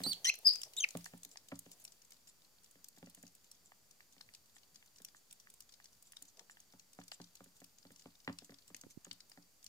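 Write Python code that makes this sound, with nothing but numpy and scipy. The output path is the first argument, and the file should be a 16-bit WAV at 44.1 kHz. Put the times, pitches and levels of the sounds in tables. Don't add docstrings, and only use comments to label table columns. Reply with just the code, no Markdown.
import sys
import numpy as np
from scipy import signal
from scipy.io import wavfile
from scipy.ndimage import uniform_filter1d

SR = 44100
rng = np.random.default_rng(int(sys.argv[2]) if len(sys.argv) > 2 else 0)


def generate_wav(sig):
    pcm = np.round(np.clip(np.atleast_2d(sig).T, -1, 1) * 32767).astype(np.int16)
    wavfile.write(sys.argv[1], SR, pcm)


def how_loud(loudness_db):
    steps = np.asarray(loudness_db, float) / 20
    return 10 ** steps


N = 426885

# start_s, peak_db, mouth_hz
MOUTH_SMACKS = [(0.0353, -32, 7340), (0.0954, -42, 9600), (0.1306, -35.5, 6800), (0.3403, -36.5, 5850),
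                (0.5344, -36.5, 5300), (0.556, -35.5, 5900), (0.616, -35.5, 7040), (0.633, -30.5, 6100),
                (0.766, -37, 6650), (0.8879, -36.5, 5470), (0.9068, -38, 6430), (0.971, -37, 9400),
                (1.043, -43, 6900), (1.0565, -39.5, 6460), (1.2318, -43.5, 6900), (1.2488, -38.5, 7630),
                (1.3138, -49, 6770), (1.3714, -40.5, 5250), (1.485, -46.5, 6950), (1.5561, -54.5, 5730),
                (1.59, -44.5, 9100), (1.715, -49, 6500), (1.8499, -38, 7000), (1.92, -52.5, 6700),
                (2.1056, -55.5, 7050), (2.166, -62, 4610), (2.272, -56, 5430), (2.2764, -49.5, 7400),
            (2.633, -59.5, 7340), (2.71, -53.5, 9650), (2.843, -43, 7600), (2.8851, -41.5, 8860),
            (2.963, -58, 5840), (2.9818, -51.5, 7540), (3.059, -56, 5900), (3.147, -49, 9300),
            (3.227, -48, 7470), (3.266, -50, 6030), (3.3502, -49, 9540), (3.4427, -54.5, 6970),
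            (3.514, -44, 7400), (3.549, -61.5, 5320), (3.909, -53.5, 7070), (4.006, -62, 4620),
            (4.123, -57, 7000), (4.2101, -43.5, 4790), (4.337, -50, 5270), (4.3482, -45, 5770),
            (4.631, -60.5, 4050), (4.7446, -56, 6240), (4.7573, -50, 5080), (4.801, -67, 4660),
                (4.959, -53, 6140), (4.983, -52, 6100), (5.018, -50, 8080), (5.0475, -38.5, 6900),
           (5.3092, -49, 7080), (5.326, -47.5, 9310), (5.399, -48.5, 6160), (5.5, -50.5, 9200),
           (5.5387, -49.5, 9200), (5.6042, -47.5, 6600), (5.691, -57.5, 4540), (5.738, -52.5, 5140),
           (5.842, -49.5, 6860), (5.8553, -52, 5300), (5.929, -56.5, 6160), (6.024, -52.5, 8760),
           (6.12, -50, 6600), (6.168, -43, 4760), (6.223, -41.5, 8150), (6.3703, -53, 5560),
           (6.393, -44, 4800), (6.4972, -61, 6930), (6.601, -51.5, 7200), (6.723, -55.5, 6080),
           (6.7958, -45, 5560), (6.931, -51.5, 6330),
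                (7.08, -49.5, 5530), (7.1166, -38, 4430), (7.2144, -50, 5000), (7.241, -50, 5460),
           (7.3531, -49.5, 7140), (7.44, -53.5, 8800), (7.565, -55.5, 7100), (7.6412, -50, 5460),
           (7.7827, -53, 6090), (7.917, -56.5, 8770), (7.96, -47.5, 5600), (7.994, -54.5, 6000),
           (8.201, -55.5, 5100), (8.3864, -40, 4940), (8.445, -49.5, 7400), (8.5854, -53.5, 5160),
           (8.678, -50, 7500), (8.7454, -39, 5270), (8.7646, -47, 7300), (8.812, -45, 7000),
           (9.0462, -43, 7000), (9.1125, -34.5, 4200), (9.3164, -50.5, 4790), (9.6269, -54, 5680),
           (9.6426, -44.5, 7800), (9.664, -37.5, 6000)]
BITES = MOUTH_SMACKS
# start_s, peak_db
BLOWS = [(0.003, -47.5), (0.062, -41.5), (0.951, -42.5), (0.977, -63), (1.135, -54), (1.253, -66.5),
         (1.521, -45), (1.662, -60.5), (2.755, -67.5), (2.974, -65), (3.027, -53.5), (3.071, -60),
         (3.174, -64.5), (3.235, -56.5), (4.165, -70), (5.001, -66.5), (6.219, -68), (6.736, -63),
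         (6.988, -50.5), (7.2003, -53), (7.405, -58), (7.46, -66), (7.617, -60), (7.851, -60), (7.905, -63),
         (8.057, -54), (8.276, -42), (8.2866, -50), (8.295, -45), (8.42, -63), (8.52, -63), (8.745, -64),
         (9.11, -63), (8.494, -58), (8.702, -61), (8.836, -58), (9.067, -60), (9.374, -58.5)]


def evened(x):
    return x / np.sqrt(np.mean(x ** 2) + 1e-20)


def peaked(x):
    return x / abs(x).max()


def wander(shape, size):
    return evened(uniform_filter1d(rng.standard_normal(shape), size=size))


def read(points, hz):
    f, value = np.transpose(points)
    return np.interp(np.log(hz + 1), np.log(f + 1), value)


def add(mix, s, sound):
    part = mix[..., round(s * SR):][..., :sound.shape[-1]]
    part += sound[..., :part.shape[-1]]


def band(x, lo_hz, hi_hz, order=2):
    return signal.sosfilt(signal.butter(order, [lo_hz, min(hi_hz, .49 * SR)], "band", fs=SR, output="sos"), x)


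def panned(x, pan_db):
    return x * how_loud(np.array([[.5], [-.5]]) * pan_db)


def walls(x, wet_db, early_db, lag=7):
    # pitch_hz, t60_s
    wall_decay = [(300, 0.15), (2000, 0.19), (5000, 0.24), (10000, 0.018), (16000, 0.014)]
    size = SR // 3
    slots = np.arange(120, size - 20, 20)
    at = slots + rng.integers(0, 20, (2, len(slots)))
    taps = np.zeros((2, size))
    np.put_along_axis(taps, at, rng.choice([-1., 1.], at.shape), 1)
    hz, t, z = signal.stft(taps, SR, nperseg=128)
    fade = how_loud(-60 * t / read(wall_decay, hz)[:, None])
    tail = signal.istft(z * fade, SR, nperseg=128)[1][:, :size]
    response = how_loud(wet_db) * tail / np.linalg.norm(tail, axis=1, keepdims=True)

    early = rng.integers(20, 190, (2, 5))
    echoes = how_loud(early_db - early / 14) * rng.choice([-1., 1.], early.shape)
    np.put_along_axis(response, early, echoes, 1)
    response[0, 0] += 1
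    response[1, lag] += 1
    response /= np.linalg.norm(response, axis=1, keepdims=True)
    return signal.fftconvolve(x, response, axes=1)[:, :N]


def squeak(rows, shake, rasp_db, step_db, flutter_db):
    s, *columns = np.transpose(rows)
    t = np.arange(s[0], s[-1], 1 / SR)
    hz, effort_db, mouth = (uniform_filter1d(np.interp(t, s, c), size=90) for c in columns)
    pitch_wobble, level_wobble = (wander(len(t), 80) for _ in range(2))
    turns = np.cumsum(hz * (1 + shake * pitch_wobble)) / SR
    tone = np.zeros(len(t))
    for k in range(1, 7):
        level = how_loud(effort_db + step_db * (k - 1.5)) * (hz * k < 16000)
        mouth_gain = 1 / np.hypot(1, (k * hz - mouth) / 440)
        tone += level * mouth_gain * np.sin(2 * np.pi * k * turns)
    air = how_loud(effort_db + rasp_db) * band(rng.standard_normal(len(t)), 2400, 8900, order=3)
    voice = np.sqrt(2) * tone * how_loud(flutter_db * level_wobble) + air
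    return s[0], voice * signal.windows.tukey(len(t), 130 / len(t))


def squeaks():
    # time_s, pitch_hz, effort_db, mouth_hz
    chirp = [(0.038, 4570, -34, 4630), (0.041, 4186, -32, 4600), (0.049, 3974, -37, 5380),
             (0.057, 4130, -29.5, 5000), (.068, 4500, -30, 5400), (.085, 4620, -30.5, 6100),
             (.105, 4646, -30.5, 5930), (.121, 4410, -34, 4700), (.129, 3900, -36.5, 4540),
             (.136, 2800, -34, 3900)]
    screech = [(0.2443, 3106, -32, 5660), (.249, 3140, -21, 5400), (0.2534, 3063, -29, 4324),
               (0.2577, 2950, -22.5, 5790), (.263, 2887, -33.5, 5800), (0.268, 2823, -36.5, 5560),
               (.272, 2846, -28.5, 5700), (.28, 3080, -38, 6150), (0.295, 3110, -37, 6280)]
    answer = [(.251, 2494, -45.5, 2193), (.255, 1804, -42, 1923), (0.271, 1982, -38.5, 1980),
              (0.279, 2057, -30, 3503), (.293, 2083, -24, 3820), (0.297, 2540, -26, 2720),
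              (.302, 2730, -27.5, 2676)]
    peep = [(.447, 4800, -47.5, 5000), (.455, 4910, -28.5, 5065), (.463, 5174, -27.5, 5200),
            (0.472, 5000, -15, 5006), (0.478, 4880, -24, 4870), (.486, 4710, -21, 4756),
            (0.4924, 4540, -32, 4490), (.496, 3500, -41, 4220)]
    wail = [(0.769, 3400, -32.5, 5400), (.776, 3740, -29.5, 5700), (.787, 3840, -27.5, 5900),
            (0.798, 3530, -32, 5600), (.807, 3143, -27, 6000), (0.817, 3124, -37.5, 5900),
            (0.828, 3180, -29.5, 5700), (0.837, 3012, -27.5, 4200), (.843, 2475, -22, 2900),
            (0.849, 1694, -38.5, 1900)]
    # left_right_db, wall_tail_db, pitch_shake (share), rasp_db, step_db per partial, flutter_db
    places = [
        (-3, -15, 0.0012, -27.5, -0.5, 2.5),
        (3, -11.5, .016, -8, -2.5, 4),
        (0, -17.5, 0.004, -13.5, -0.5, 1.5),
        (5.5, -9, .0005, -38.5, 1.5, 1.24),
        (3.5, -23, .0015, -34, -5, 2.5),
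    ]
    lags = [10, 8, 3, 11, 13]
    out = np.zeros((2, N))
    for rows, lag, (pan_db, wet_db, *voicing) in zip([chirp, screech, answer, peep, wail], lags, places):
        close = np.zeros((2, SR + SR // 4))
        s, voice = squeak(rows, *voicing)
        add(close, s, panned(voice, pan_db))
        add(out, 0, walls(close, wet_db, early_db=-7.5, lag=lag))
    return out


def burst(t60, clump_db, rise=0.00066):
    t = np.arange(1500) / SR
    clumps = how_loud(clump_db * np.minimum(rng.exponential(1, len(t)), 4))
    spikes = rng.standard_normal(len(t)) * clumps
    return spikes * how_loud(-60 * t / np.clip(t60, .003, .3)) * np.minimum(t / rise, 1) ** 2


def smack(db, hz, smear):
    drive = burst(.009 + .011 * smear, clump_db=2.5, rise=.0003 + .002 * smear)
    body = band(drive, hz / 1.31, hz * 1.204) + 0.57 * band(drive, hz / 2.72, hz * 1.93)
    edge = band(drive, 9600, 17000)
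    octaves = np.log2(hz / 7340)
    edge_db = -18 + 5 * octaves + 2.5 * rng.standard_normal()
    sound = peaked(body) + how_loud(edge_db) * peaked(edge)
    return panned(how_loud(db + 6.0) * sound, 0.5 - 6 * octaves)


def smacks():
    # start_s, peak_db, mouth_hz
    further_smacks = [(0.354, -40, 10600), (0.387, -45.5, 11600), (0.7346, -48.5, 6100), (6.163, -60, 6500),
                              (6.999, -56, 6200), (7.016, -59, 4600), (7.036, -54, 7040), (8.246, -55.5, 5300),
                              (8.326, -53.5, 5400), (8.541, -52.5, 4900), (8.906, -51, 6800), (9.129, -43, 6440),
                              (9.204, -47.5, 4800), (9.296, -52, 9100), (9.424, -57.5, 5530),
                              (1.0074, -55.5, 4920), (1.1747, -55.5, 8740), (1.2897, -55, 8000), (1.6563, -59, 6390),
                      (1.877, -50.5, 5300), (2.0178, -54.5, 6070), (2.0484, -56.5, 7360), (2.1194, -50, 5700),
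                      (2.1314, -56.5, 7670), (2.141, -63, 4650), (2.4184, -61.5, 4680), (2.4466, -60, 4640),
                      (2.6424, -54.5, 6620), (3.0967, -55, 9300), (3.1044, -64, 4650), (3.2763, -55, 6120),
                      (4.1798, -57.5, 4190), (4.4572, -58.5, 7000), (4.5814, -58, 4910), (4.8589, -56, 7470),
                      (4.8744, -65, 4660), (5.0844, -56, 4700), (5.621, -54, 7000), (5.7217, -54, 5160),
                      (5.948, -66, 4680), (6.252, -54.5, 7020), (7.369, -57, 4500), (7.6014, -56, 6920),
                      (7.827, -59, 4700), (7.867, -60, 4700), (8.02, -57, 5430), (8.152, -57.5, 4700),
                      (8.505, -55, 5210)]
    # start_s, peak_db
    snaps = [(1.0432, -52), (1.0562, -39), (1.2325, -37), (1.4847, -50), (1.5905, -38), (1.7147, -41),
             (1.799, -50), (1.8407, -45), (2.1058, -43), (2.8426, -51.5), (3.147, -47.5), (3.2268, -57),
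             (5.048, -40), (5.326, -42), (5.6039, -43), (6.0249, -52.5), (6.1202, -47.5), (7.0805, -41.5),
             (7.1159, -48), (7.6417, -45), (9.1124, -60)]
    lags = [7, 9, 2]
    mouths = np.zeros((3, 2, N))
    for k, (s, db, hz) in enumerate(BITES + further_smacks):
        smear = np.clip((-42 - db) / 12, 0, 1)
        add(mouths[k % 3], max(s - 0.0009 * smear, 0), smack(db, hz, smear))
    for k, (s, db) in enumerate(snaps):
        snap = band(burst(0.014, clump_db=4.0), 7000, 15000)
        add(mouths[k % 3], s, panned(how_loud(db + 2.5) * peaked(snap), 1.5))
    return sum(walls(m, wet_db=-14, early_db=-1, lag=lag) for m, lag in zip(mouths, lags))


def squelches():
    # centre_s, rms_db
    long_ones = [(.64, -56), (1.07, -58.5), (1.323, -60), (1.562, -60.5), (1.725, -59), (1.812, -59),
                 (2.29, -61), (3.19, -66), (3.667, -64), (4.129, -69.5), (4.56, -62.5), (5.174, -63),
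                 (6.071, -64), (6.286, -61), (6.517, -60.5), (6.994, -68), (7.135, -53.5), (7.569, -67),
                 (7.999, -66), (8.453, -63), (8.69, -64), (8.912, -62)]
    length_s = .055
    count = round(length_s * SR)
    mouths = np.zeros((2, 2, N))
    after = [(s + 0.014, -78 + 0.3 * (db + 51)) for s, db, _ in BITES]
    for k, (s, db) in enumerate(long_ones + after):
        clumps = how_loud(4 * wander(count, 120))
        fizz = rng.standard_normal(count) * how_loud(3 * rng.exponential(1, count)) * clumps
        hz = 7100 * rng.uniform(.92, 1.05)
        sound = band(fizz, hz / 1.15, hz * 1.15) + .6 * band(fizz, 3600, 9500)
        swell = how_loud(db - 1.0) * evened(sound) * np.hanning(count)
        add(mouths[k % 2], max(s - length_s / 2, 0), panned(swell, 0.71))
    return sum(walls(m, wet_db=-20.0, early_db=-1.5) for m in mouths)


def crackles():
    t = np.arange(N) / SR
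    starts = np.sort([-1] + [row[0] for row in BITES])
    since = t - starts[np.searchsorted(starts, t) - 1]
    pops_per_s = 8 + 70 * np.exp(-since / .06)
    size = how_loud(-63 + 3 * np.minimum(rng.exponential(1, N), 3))
    pops = size * (rng.random(N) < pops_per_s / SR)
    kind = rng.integers(0, 5, N)
    out = np.zeros(N)
    for k, hz in enumerate(np.geomspace(2600, 6500, 5)):
        pop = band(burst(.005, clump_db=2.5), hz, hz * 2.2)
        out += signal.oaconvolve(pops * (kind == k), peaked(pop))[:N]
    return walls(panned(out, 0.5), wet_db=-19.5, early_db=2.5)


def ticks():
    # start_s, peak_db
    tray_ticks = [(0.016, -47), (1.061, -44), (1.357, -51), (1.517, -47), (3.719, -51), (4.005, -52),
                  (4.208, -56), (4.289, -53), (4.565, -53), (4.826, -53.5), (5.147, -54.5), (5.471, -51.5),
                  (5.8, -53), (6.133, -53.5), (6.394, -50.5), (6.497, -48.5), (6.57, -53), (7.014, -51),
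                  (7.118, -41), (8.276, -33), (8.2785, -38), (8.2875, -46), (9.052, -50), (9.317, -52)]
    claws = [(s, -50 + 0.7 * (db + 51)) for s, db in BLOWS]
    tray_hz = 1800
    out = np.zeros(N)
    for s, db in tray_ticks + claws:
        drive = burst(.005, clump_db=1.5)
        sound = band(drive, 700, 3300, order=3) + 1.3 * band(drive, tray_hz / 1.12, tray_hz * 1.12)
        add(out, s, how_loud(db + 5.0) * peaked(sound))
    return walls(np.array([out, out]), wet_db=-18, early_db=-9)


def floor_ring(t):
    # pitch_hz, level_db, t60_s
    modes = [(82.5, -19.5, 0.2656), (109.3, -14, 0.29), (173, -4.5, 0.27), (205, -9, 0.16),
             (235.5, -0.5, 0.077), (276, -3.5, 0.19), (383, -6, 0.057), (537, -8, 0.062), (634, -13, 0.059),
             (785, -15, 0.038)]
    spot_db, detune, phase = rng.standard_normal((3, len(modes))) * [[2.], [.015], [.5]]
    sag = t + 0.0016 * (1 - np.exp(-t / 0.054))
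    ring = np.zeros(len(t))
    for k, (hz, level_db, t60) in enumerate(modes):
        swing = np.sin(2 * np.pi * hz * (1 + detune[k]) * sag + phase[k])
        ring += (-1) ** k * how_loud(level_db + spot_db[k] - 60 * t / t60) * swing
    choke = how_loud(-3.5 * (t / 0.12) ** 2)
    return band(ring * np.minimum(t / 0.0016, 1) * choke, 80, 2200, order=3)


def blows():
    boom, slap = np.zeros((2, N))
    t = np.arange(SR // 4) / SR
    for s, db in BLOWS:
        crack = band(burst(0.025, clump_db=-16.0), 210, 920)
        add(boom, s, how_loud(db + 5.5) * peaked(floor_ring(t)))
        add(slap, s, how_loud(db + 4.5) * peaked(crack))
    late = np.concatenate([np.zeros(8), boom])[:N]
    return panned(np.array([boom, late]), -1.2) + walls(np.array([slap, slap]), wet_db=-9, early_db=-5)


def bumps():
    # start_s, peak_db, pitch_hz
    touches = [
        (8.866, -42.5, 293),
        (8.973, -36, 217),
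    ]
    out = np.zeros((2, N))
    for s, db, hz in touches:
        u = np.arange(0, 3, hz / SR)
        push = -np.sin(2 * np.pi * u) * np.sin(np.pi * np.minimum(u, 1)) ** .5
        add(out[1], s, how_loud(db) * band(push * (u < 1), 98, 1100))
    return out


def scuffle():
    # time_s, level_db
    pushes = [(0, -62.5), (.25, -73), (.6, -72), (.85, -73), (1.1, -82), (1.6, -84.5), (1.85, -75.5),
              (2.098, -100), (6.3, -100), (6.4, -67.5), (6.5, -100)]
    slips = how_loud(4 * wander((2, N), 500))
    scrape = band(rng.standard_normal(N) * slips[0], 370, 810)
    thud = band(rng.standard_normal(N) * slips[1], 90, 250)
    level_db = np.interp(np.arange(N) / SR, *np.transpose(pushes))
    return how_loud(level_db) * evened(scrape + .5 * thud)


def rustle():
    # time_s, level_db
    brushing = [(0, -56.5), (.2, -64), (.35, -74.5), (.5, -56), (.7, -68), (1.0, -63.5), (1.3, -77),
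                (1.8, -72), (2.3, -86), (2.6, -100)]
    lumps = wander((2, N), 3000)
    fur_db = np.interp(np.arange(N) / SR, *np.transpose(brushing)) + 0.84 * lumps[0]
    fur = how_loud(fur_db) * evened(band(rng.standard_normal((2, N)), 1780, 15400))
    handling = how_loud(-89 + 4 * lumps[1]) * evened(band(rng.standard_normal(N), 65, 190))
    return fur + handling


def rumble():
    # low_hz, high_hz, level_db
    bands = [(34, 43, -91), (70, 95, -93), (6990, 7170, -87)]
    return sum(how_loud(db) * evened(band(rng.standard_normal(N), lo, hi)) for lo, hi, db in bands)


def hiss():
    # pitch_hz, density_db per Hz
    colour = [(40, -50), (60, -24), (200, -14), (330, -20), (460, -19), (2200, -25), (3800, -24.5),
              (4600, -20.5), (5200, -20.5), (7100, -20), (8300, -23.5), (11000, -25.5), (14400, -23),
              (15450, -24), (15900, -42)]
    # pitch_hz, likeness (0 to 1)
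    likeness = [(30, 0.57), (130, 0.44), (300, 0.46), (1000, 0.26)]
    # pitch_hz, level_db
    whine = [(4648, -82.5), (7078, -92), (14440, -95)]
    frames, hz = N // 512 + 5, np.fft.rfftfreq(2048, 1 / SR)
    a, b, c, d, patches = rng.standard_normal((frames, 1025, 5)).T
    patches = uniform_filter1d(patches, size=20, axis=0)
    patches = evened(uniform_filter1d(patches, size=6, axis=1))
    same = np.clip(read(likeness, hz), 0, 1)[:, None]
    left = a + 1j * b
    right = same * left + np.sqrt(1 - same ** 2) * (c + 1j * d)
    z = np.array([left, right]) * how_loud(read(colour, hz)[:, None] + 0.544 * patches)
    noise = signal.istft(z, nperseg=2048, noverlap=1536)[1][:, :N]
    drift = 1 + .0003 * wander(N, 20000)
    tones = sum(how_loud(db) * np.sin(2 * np.pi * np.cumsum(f * drift) / SR) for f, db in whine)
    return how_loud(-70.4) * evened(noise) + panned(tones, 6.0)


def scene():
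    animals = squeaks() + smacks() + squelches() + crackles()
    pen = ticks() + blows() + scuffle() + rustle()
    return animals + pen + bumps() + rumble() + hiss()


def low_pass(x):
    return signal.sosfilt(signal.butter(12, 16650, fs=SR, output="sos"), x)


def record(dry):
    edge = signal.firwin(255, 16300, window=("kaiser", 9), fs=SR)
    mix = signal.oaconvolve(dry, edge[None], "same") - .0002
    return low_pass(mix)


dry = scene()
out = record(dry)
generate_wav(out)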